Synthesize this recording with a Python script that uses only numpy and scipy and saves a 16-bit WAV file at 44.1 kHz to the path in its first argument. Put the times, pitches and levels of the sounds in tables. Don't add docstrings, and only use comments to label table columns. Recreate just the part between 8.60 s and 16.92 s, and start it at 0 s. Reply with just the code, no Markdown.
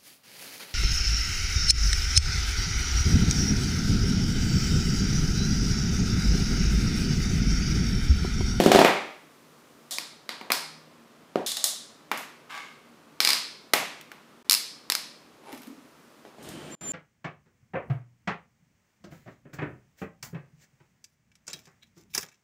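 import sys
import numpy as np
from scipy import signal
from scipy.fft import rfft, irfft
from scipy.io import wavfile
from scipy.ndimage import uniform_filter1d, minimum_filter1d

SR = 44100
rng = np.random.default_rng(int(sys.argv[2]) if len(sys.argv) > 2 else 0)


def put_to_file(sound):
    columns = np.atleast_2d(sound).T
    safe = np.clip(columns, -1, 1)
    whole_steps = np.round(safe * 32767)
    wavfile.write(sys.argv[1], SR, whole_steps.astype(np.int16))


N = 366912
TIME = np.arange(N) / SR


def from_db(db):
    return 10 ** (np.asarray(db) / 20)


def rms_one(x):
    return x / np.sqrt(np.mean(x ** 2) + 1e-20)


def at_hz(points, hz):
    frequencies, values = np.transpose(points)
    return np.interp(np.log(np.maximum(hz, 1)), np.log(frequencies), values)


def response_db(spectrum, modes, hz):
    peaks = sum(db / (1 + (2 * (hz - centre) / width) ** 2) for centre, width, db in modes)
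    return at_hz(spectrum, hz) + peaks


def coloured(x, spectrum, modes=()):
    gain = from_db(response_db(spectrum, modes, np.fft.rfftfreq(N, 1 / SR)))
    return rms_one(irfft(rfft(x) * gain, N))


def swell(start_s, level_db, attack_s, hold_s, release_s):
    t = TIME - start_s
    releases = np.maximum(t - attack_s - hold_s, 0) / release_s
    return np.clip(t / attack_s, 0, 1) * from_db(level_db - 60 * np.minimum(releases, 2))


def add(track, start_s, sound):
    start = max(0, round(start_s * SR))
    track[start:start + len(sound)] += sound[:N - start]


def impulse_response(gain_db):
    cepstrum = irfft(np.log(from_db(gain_db)))
    half = len(cepstrum) // 2
    cepstrum[1:half] *= 2
    cepstrum[half + 1:] = 0
    pulse = irfft(np.exp(rfft(cepstrum)))
    return pulse * np.sqrt(SR / 1000 / np.sum(pulse ** 2))


def contact_force(buzz_t60_s, buzz_gain, rebound_s, rebound_gain, cutoff_hz, size=1024):
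    push = np.zeros(size)
    push[0] = 1
    push[int(rebound_s * rng.uniform(.8, 1.2) * SR)] = -rebound_gain
    push = signal.sosfilt(signal.butter(2, cutoff_hz, fs=SR, output="sos"), push)
    buzz = rng.standard_normal(size) * from_db(-60 * np.arange(size) / SR / buzz_t60_s)
    buzz = signal.sosfilt(signal.butter(2, 900, "high", fs=SR, output="sos"), buzz)
    force = push + buzz_gain * buzz / np.linalg.norm(buzz)
    return force / np.sqrt(1 + rebound_gain ** 2 + buzz_gain ** 2)


def impacts(rows, spectrum, modes, contact, direct_db, bass_hz, treble_hz, pitch_ratio=1):
    hz = np.fft.rfftfreq(4096, 1 / SR)
    body_db = response_db(spectrum, modes, hz / pitch_ratio)
    direct, to_room = np.zeros(N), np.zeros(N)
    paths_db = np.broadcast_to(direct_db, len(rows))
    for (start_s, level_db, bass_db, treble_db), path_db in zip(rows, paths_db):
        bass_shelf = bass_db / (1 + (hz / bass_hz) ** 2)
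        treble_shelf = treble_db * hz ** 2 / (hz ** 2 + treble_hz ** 2)
        ring = from_db(level_db) * impulse_response(body_db + bass_shelf + treble_shelf)
        add(direct, start_s, from_db(path_db) * signal.fftconvolve(ring, contact_force(**contact)))
        add(to_room, start_s, ring)
    return np.array([direct, to_room])


def friction(envelope, spectrum, modes=(), *, grain_db, direct_db):
    noise = rng.standard_normal(N)
    slip_size = from_db(grain_db * np.repeat(rng.standard_normal(N), 64)[:N])
    rub = envelope * coloured(noise * slip_size, spectrum, modes)
    return np.array([from_db(direct_db) * rub, rub])


# frequency_hz, gain_db
AIR_SPECTRUM = [(30, -39.5), (64, -18), (110, -14.5), (155, -7), (240, -5.5), (330, -5), (480, -5),
                (800, -10.5), (1200, -8), (1600, -13.5), (5000, -22.5), (15500, -33)]
# centre_hz, width_hz, gain_db
STANDING_WAVES = [(152, 22, 6), (233, 15, 9.5), (298, 30, 5)]
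def hush():
    return from_db(-55.2) * coloured(rng.standard_normal(N), AIR_SPECTRUM, STANDING_WAVES)


# start_s, level_db, attack_s, hold_s, release_s
HISS_SWELLS = [(0, -66.5, .01, 1.3, .1), (6.9, -70, .1, .7, .3)]
# frequency_hz, gain_db
HISS_SPECTRUM = [(1500, -25), (5000, 0), (15500, -6)]
def hiss():
    envelope = sum(swell(*row) for row in HISS_SWELLS)
    return envelope * coloured(rng.standard_normal(N), HISS_SPECTRUM)


def hum(pitch_hz=157):
    envelope = swell(start_s=1.9, level_db=-59, attack_s=.13, hold_s=.25, release_s=.4)
    return np.sqrt(2) * envelope * np.sin(2 * np.pi * pitch_hz * TIME)


# frequency_hz, t60_s
ROOM_DECAY = [(150, 0.53), (500, 0.47), (1400, 0.57), (3000, 0.61), (5000, 0.56), (9000, 0.47),
              (15000, 0.2)]
# delay_s, gain
REFLECTIONS = [(0.0085, 0.071), (0.0197, 0.086), (.029, 0.11)]
def room(x, build_s=.0036, bands=20):
    t = TIME[:SR]
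    hz, white = np.fft.rfftfreq(SR, 1 / SR), rfft(rng.standard_normal(SR))
    centres_hz = np.geomspace(100, 16000, bands)
    tail = 0
    for centre_hz, pick in zip(centres_hz, np.eye(bands)):
        weight = at_hz(np.column_stack([centres_hz, pick]), hz)
        t60_s = at_hz(ROOM_DECAY, centre_hz)
        band = irfft(white * weight, SR) * from_db(-60 * t / t60_s) * (1 - np.exp(-t / build_s))
        tail += rms_one(band) * np.sqrt(weight.sum() * t60_s)
    tail /= np.linalg.norm(tail)
    for delay_s, gain in REFLECTIONS:
        tail[round(delay_s * SR)] += gain
    return signal.fftconvolve(x, tail)[:N]


# frequency_hz, gain_db
DOOR_SPECTRUM = [(29, -43), (50, -13.5), (136, -1), (329, 5.5), (408, -4), (643, -3.5), (836, -8.5),
                 (2960, -15), (5910, -23.5), (6660, -22), (7160, -20), (7690, -26), (15000, -35)]
# centre_hz, width_hz, gain_db
DOOR_MODES = [(149, 50, 5.5), (3130, 360, 5.5), (8600, 500, 11)]
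def door():
    envelope = swell(start_s=7.76, level_db=-42.5, attack_s=.12, hold_s=.5, release_s=.3)
    return envelope * coloured(rng.standard_normal(N), DOOR_SPECTRUM, DOOR_MODES)


def hinge(pitch_hz=7205, waver_hz=14, flutter_db=1.5, swing_s=8.22, rise_db_per_s=160):
    waver, flutter = (rms_one(uniform_filter1d(rng.standard_normal(N), size=200)) for _ in range(2))
    phase = 2 * np.pi * np.cumsum(pitch_hz + waver_hz * waver) / SR
    growth_db = rise_db_per_s * np.maximum(TIME - swing_s, 0)
    base_envelope = swell(start_s=8.105, level_db=-45, attack_s=.025, hold_s=.25, release_s=.1)
    envelope = base_envelope * from_db(growth_db + flutter_db * flutter)
    return np.sqrt(2) * envelope * (np.sin(phase) + from_db(-26) * np.sin(2 * phase))


# start_s, level_db, attack_s, hold_s, release_s
FLOOR_BOOMS = [(6.925, -43, .01, .012, .13), (7.065, -44, .01, .05, .12)]
# frequency_hz, gain_db
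FLOOR_SPECTRUM = [(100, -33), (190, -14), (240, 4), (310, -9.5), (450, -20), (1200, -55)]
def floor_boom():
    envelope = sum(swell(*row) for row in FLOOR_BOOMS)
    return friction(envelope, FLOOR_SPECTRUM, grain_db=1, direct_db=-.5)


ROLL_START_S, ROLL_ATTACK_S = 6.82, .07
# frequency_hz, gain_db
ROLL_SPECTRUM = [(180, -43), (300, -7), (428, -6.5), (690, -9), (898, -1.5), (1340, -18), (2200, -16.5),
                 (7670, -31), (10100, -26), (12000, -33), (15600, -57), (22000, -120)]
def roll():
    envelope = swell(ROLL_START_S, level_db=-45, attack_s=ROLL_ATTACK_S, hold_s=.04, release_s=.25)
    return friction(envelope, ROLL_SPECTRUM, grain_db=4.5, direct_db=-1.5)


# frequency_hz, gain_db
SCUFF_SPECTRUM = [(410, -29), (700, -5.5), (1170, 1.5), (1350, -8), (1610, 4), (1910, -9), (2160, 2),
                  (2530, -2.5), (13000, -28)]
# centre_hz, width_hz, gain_db
SCUFF_MODES = [(1220, 170, 4.5), (1630, 190, 1), (2110, 120, 7), (2360, 110, -6)]
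def scuff():
    envelope = swell(start_s=3.893, level_db=-37.5, attack_s=.006, hold_s=.08, release_s=.45)
    return friction(envelope, SCUFF_SPECTRUM, SCUFF_MODES, grain_db=-3.5, direct_db=-3.5)


# start_s, level_db, bass_db, treble_db
CATCH_TICKS = [(1.3095, -11.5, 15, 1.5), (2.863, -7, -9, -8), (2.918, -16.5, 11, -1),
               (2.9695, -14.5, 16, -6), (3.0412, -4.5, 15, 9.5), (7.827, -32, 0, 10), (7.889, -30, -2, 8)]
# frequency_hz, gain_db
CATCH_SPECTRUM = [(290, -51), (500, -22.5), (569, -13.5), (737, -13), (968, -19.5), (1170, -13),
                  (1410, -17.5), (1930, -11.5), (2540, -14.5), (3740, 2), (7890, -2.5), (9790, -6.5),
                  (11500, -6.5), (14600, -5), (15500, -26.5)]
# centre_hz, width_hz, gain_db
CATCH_MODES = [(3560, 560, 3.1), (5200, 400, 1.4), (7260, 1500, 2.4), (9600, 1200, 6.9)]
def catch(run_gap_s=.5, hand_cover_db=-10):
    contact = dict(buzz_t60_s=.026, buzz_gain=1.8, rebound_s=.0021, rebound_gain=.9, cutoff_hz=14000)
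    covered = np.diff([row[0] for row in CATCH_TICKS], prepend=0) > run_gap_s
    direct_db = -5 + hand_cover_db * covered
    return impacts(CATCH_TICKS, CATCH_SPECTRUM, CATCH_MODES, contact, direct_db,
                   bass_hz=1510, treble_hz=7400)


# tooth_times_s, level_db, pitch_hz, bass_db, treble_db, direct_db
STRAP_PULLS = [([1.3845], -18, 5070, 8, -4, -0.5), ([1.692], -17, 4700, 10, -16, -3), ([1.9195],
               -6.5, 5070, 8, 6, -1), ([4.6038, 4.6495, 4.6742, 4.6902, 4.7045, 4.7322],
               -4.6, 5000, 1, -6, -3.3), ([5.8968, 5.9106, 5.9209, 5.9304, 5.9399, 5.9491],
               -9, 5070, -5, 4, 3.5), ([6.3003, 6.3213, 6.3518], -13.5, 5070, 5, 1, 2)]
# frequency_hz, gain_db
RATCHET_SPECTRUM = [(100, -36.5), (250, -12.5), (400, -14), (600, -13), (1000, -7), (1800, -5.5),
                    (3100, -5), (4500, 1), (5300, 0), (6500, -6.5), (13500, -7), (15500, -13.5)]
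# centre_hz, width_hz, gain_db
RATCHET_MODES = [(1450, 200, -1), (2254, 350, 4.4), (4290, 570, 2.75), (5070, 230, 6.4), (10200, 1200, 0.7)]
def straps(main_mode_hz=5070, tooth_fade_db=1.1):
    pawl = dict(buzz_t60_s=.011, buzz_gain=1.1, rebound_s=.0013, rebound_gain=.65, cutoff_hz=14000)
    clicks = 0
    for times_s, level_db, pitch_hz, bass_db, treble_db, direct_db in STRAP_PULLS:
        teeth = [(s, level_db - tooth_fade_db * k, bass_db, treble_db) for k, s in enumerate(times_s)]
        clicks += impacts(teeth, RATCHET_SPECTRUM, RATCHET_MODES, pawl, direct_db,
                          bass_hz=1800, treble_hz=7500, pitch_ratio=pitch_hz / main_mode_hz)
    return clicks


# start_s, level_db, bass_db, treble_db, direct_db
LEVER_SNAPS = [(.2474, 1.5, -10.5, -16, -8), (1.812, -24.5, 17, -10, -2), (1.9032, -10.5, 3, -13, -2),
               (3.5155, -10.3, 2, -9, -2.5), (3.575, -20, 9, 20, -7.5), (5.1354, -2.5, -1.5, 4.5, 1),
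               (5.412, -40, -18, 6, 4), (5.517, -31.5, -1, -6, 0), (6.928, -31, -2, 9, -4.5)]
# frequency_hz, gain_db
SHELL_SPECTRUM = [(60, -52.5), (130, -25), (220, -8), (400, -11), (800, 0), (1500, -2.5), (2200, -4.5),
                  (3400, -7), (5000, -10.5), (9500, -17.5), (15000, -16.5)]
# centre_hz, width_hz, gain_db
SHELL_MODES = [(250, 72, 4), (402, 92, 4.5), (1130, 250, 1.8), (2150, 620, 4.9), (2700, 440, 1.94),
               (11850, 1800, 4.8)]
def shell(rattles=6, rattle_span_s=.2):
    lever = dict(buzz_t60_s=.023, buzz_gain=1.54, rebound_s=.0013, rebound_gain=.56, cutoff_hz=11950)
    rows = list(LEVER_SNAPS)
    for k in range(rattles):
        start_s = ROLL_START_S + ROLL_ATTACK_S + rattle_span_s * (k + rng.random()) / rattles
        rows.append((start_s, rng.normal(-36.5, 1.5), 0, 15, -3.5))
    rows = np.array(rows)
    return impacts(rows[:, :-1], SHELL_SPECTRUM, SHELL_MODES, lever, direct_db=rows[:, -1],
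                   bass_hz=700, treble_hz=3460)


# start_s, level_db, bass_db, treble_db
WHEEL_KNOCKS = [(.001, -2, 14, 12), (.007, -6.5, 5, 13), (.038, -9, -2, 19), (.0615, 3.5, 8, 3),
                (.1172, 2.5, -11.5, 7), (.1485, 3.5, -5, -0.5), (.1587, 1, -7, 0), (.190, 3.5, -11, -3),
                (.1945, -10, -23, 13), (.2158, 0, -6.5, -5), (.2482, -4, -7, -13),
                (2.7575, -7.8, -8.5, -14), (5.1362, -11, -7, -13), (6.930, -31, 15, -6),
                (7.651, -29.5, -9, -3), (7.784, -30.5, 1, -1)]
# frequency_hz, gain_db
BOARD_SPECTRUM = [(30, -39), (70, -18), (120, -7.5), (180, 0.5), (400, 2.5), (600, -1), (800, -2.5),
                  (1050, -10.5), (2000, -14), (4300, -19.5), (7400, -28), (15000, -35)]
# centre_hz, width_hz, gain_db
BOARD_MODES = [(212, 62, 2), (297, 30, 2.5), (391, 59, 3.5), (600, 90, 2.5), (750, 170, 3.5)]
def wheels():
    rubber = dict(buzz_t60_s=.015, buzz_gain=.77, rebound_s=.00084, rebound_gain=.39, cutoff_hz=1310)
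    _, level_db, _, treble_db = np.transpose(WHEEL_KNOCKS)
    nearness_db = 2.3 + .25 * level_db
    screening_db = .3 * np.maximum(treble_db, 0)
    return impacts(WHEEL_KNOCKS, BOARD_SPECTRUM, BOARD_MODES, rubber, nearness_db - screening_db,
                   bass_hz=348, treble_hz=1790)


def scene(ring_stop_s=2.863):
    direct, to_room = wheels() + shell() + straps() + catch() + scuff() + roll() + floor_boom()
    early = TIME < ring_stop_s
    gate = uniform_filter1d(early * 1.0, size=600)
    reverberation = gate * room(to_room * early) + room(to_room * ~early)
    return (direct + from_db(-6) * reverberation + door() + hinge() + hiss() + hush() + hum())[None]


# start_s, end_s
DROPOUTS = [(5.828, 5.846), (8.151, 8.21)]
def record(dry, dropout_db=-34.5, cutoff_hz=15500):
    gain = np.ones(N)
    for start_s, end_s in DROPOUTS:
        gain[(TIME > start_s) & (TIME < end_s)] = from_db(dropout_db)
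    dipped = dry * uniform_filter1d(gain, size=64)
    limiter_gain = minimum_filter1d(1 / np.maximum(np.abs(dipped), 1), size=90)
    limited = dipped * uniform_filter1d(limiter_gain, size=90)
    return signal.sosfilt(signal.ellip(10, .2, 80, cutoff_hz, fs=SR, output="sos"), limited)


dry = scene()
out = record(dry)
put_to_file(out)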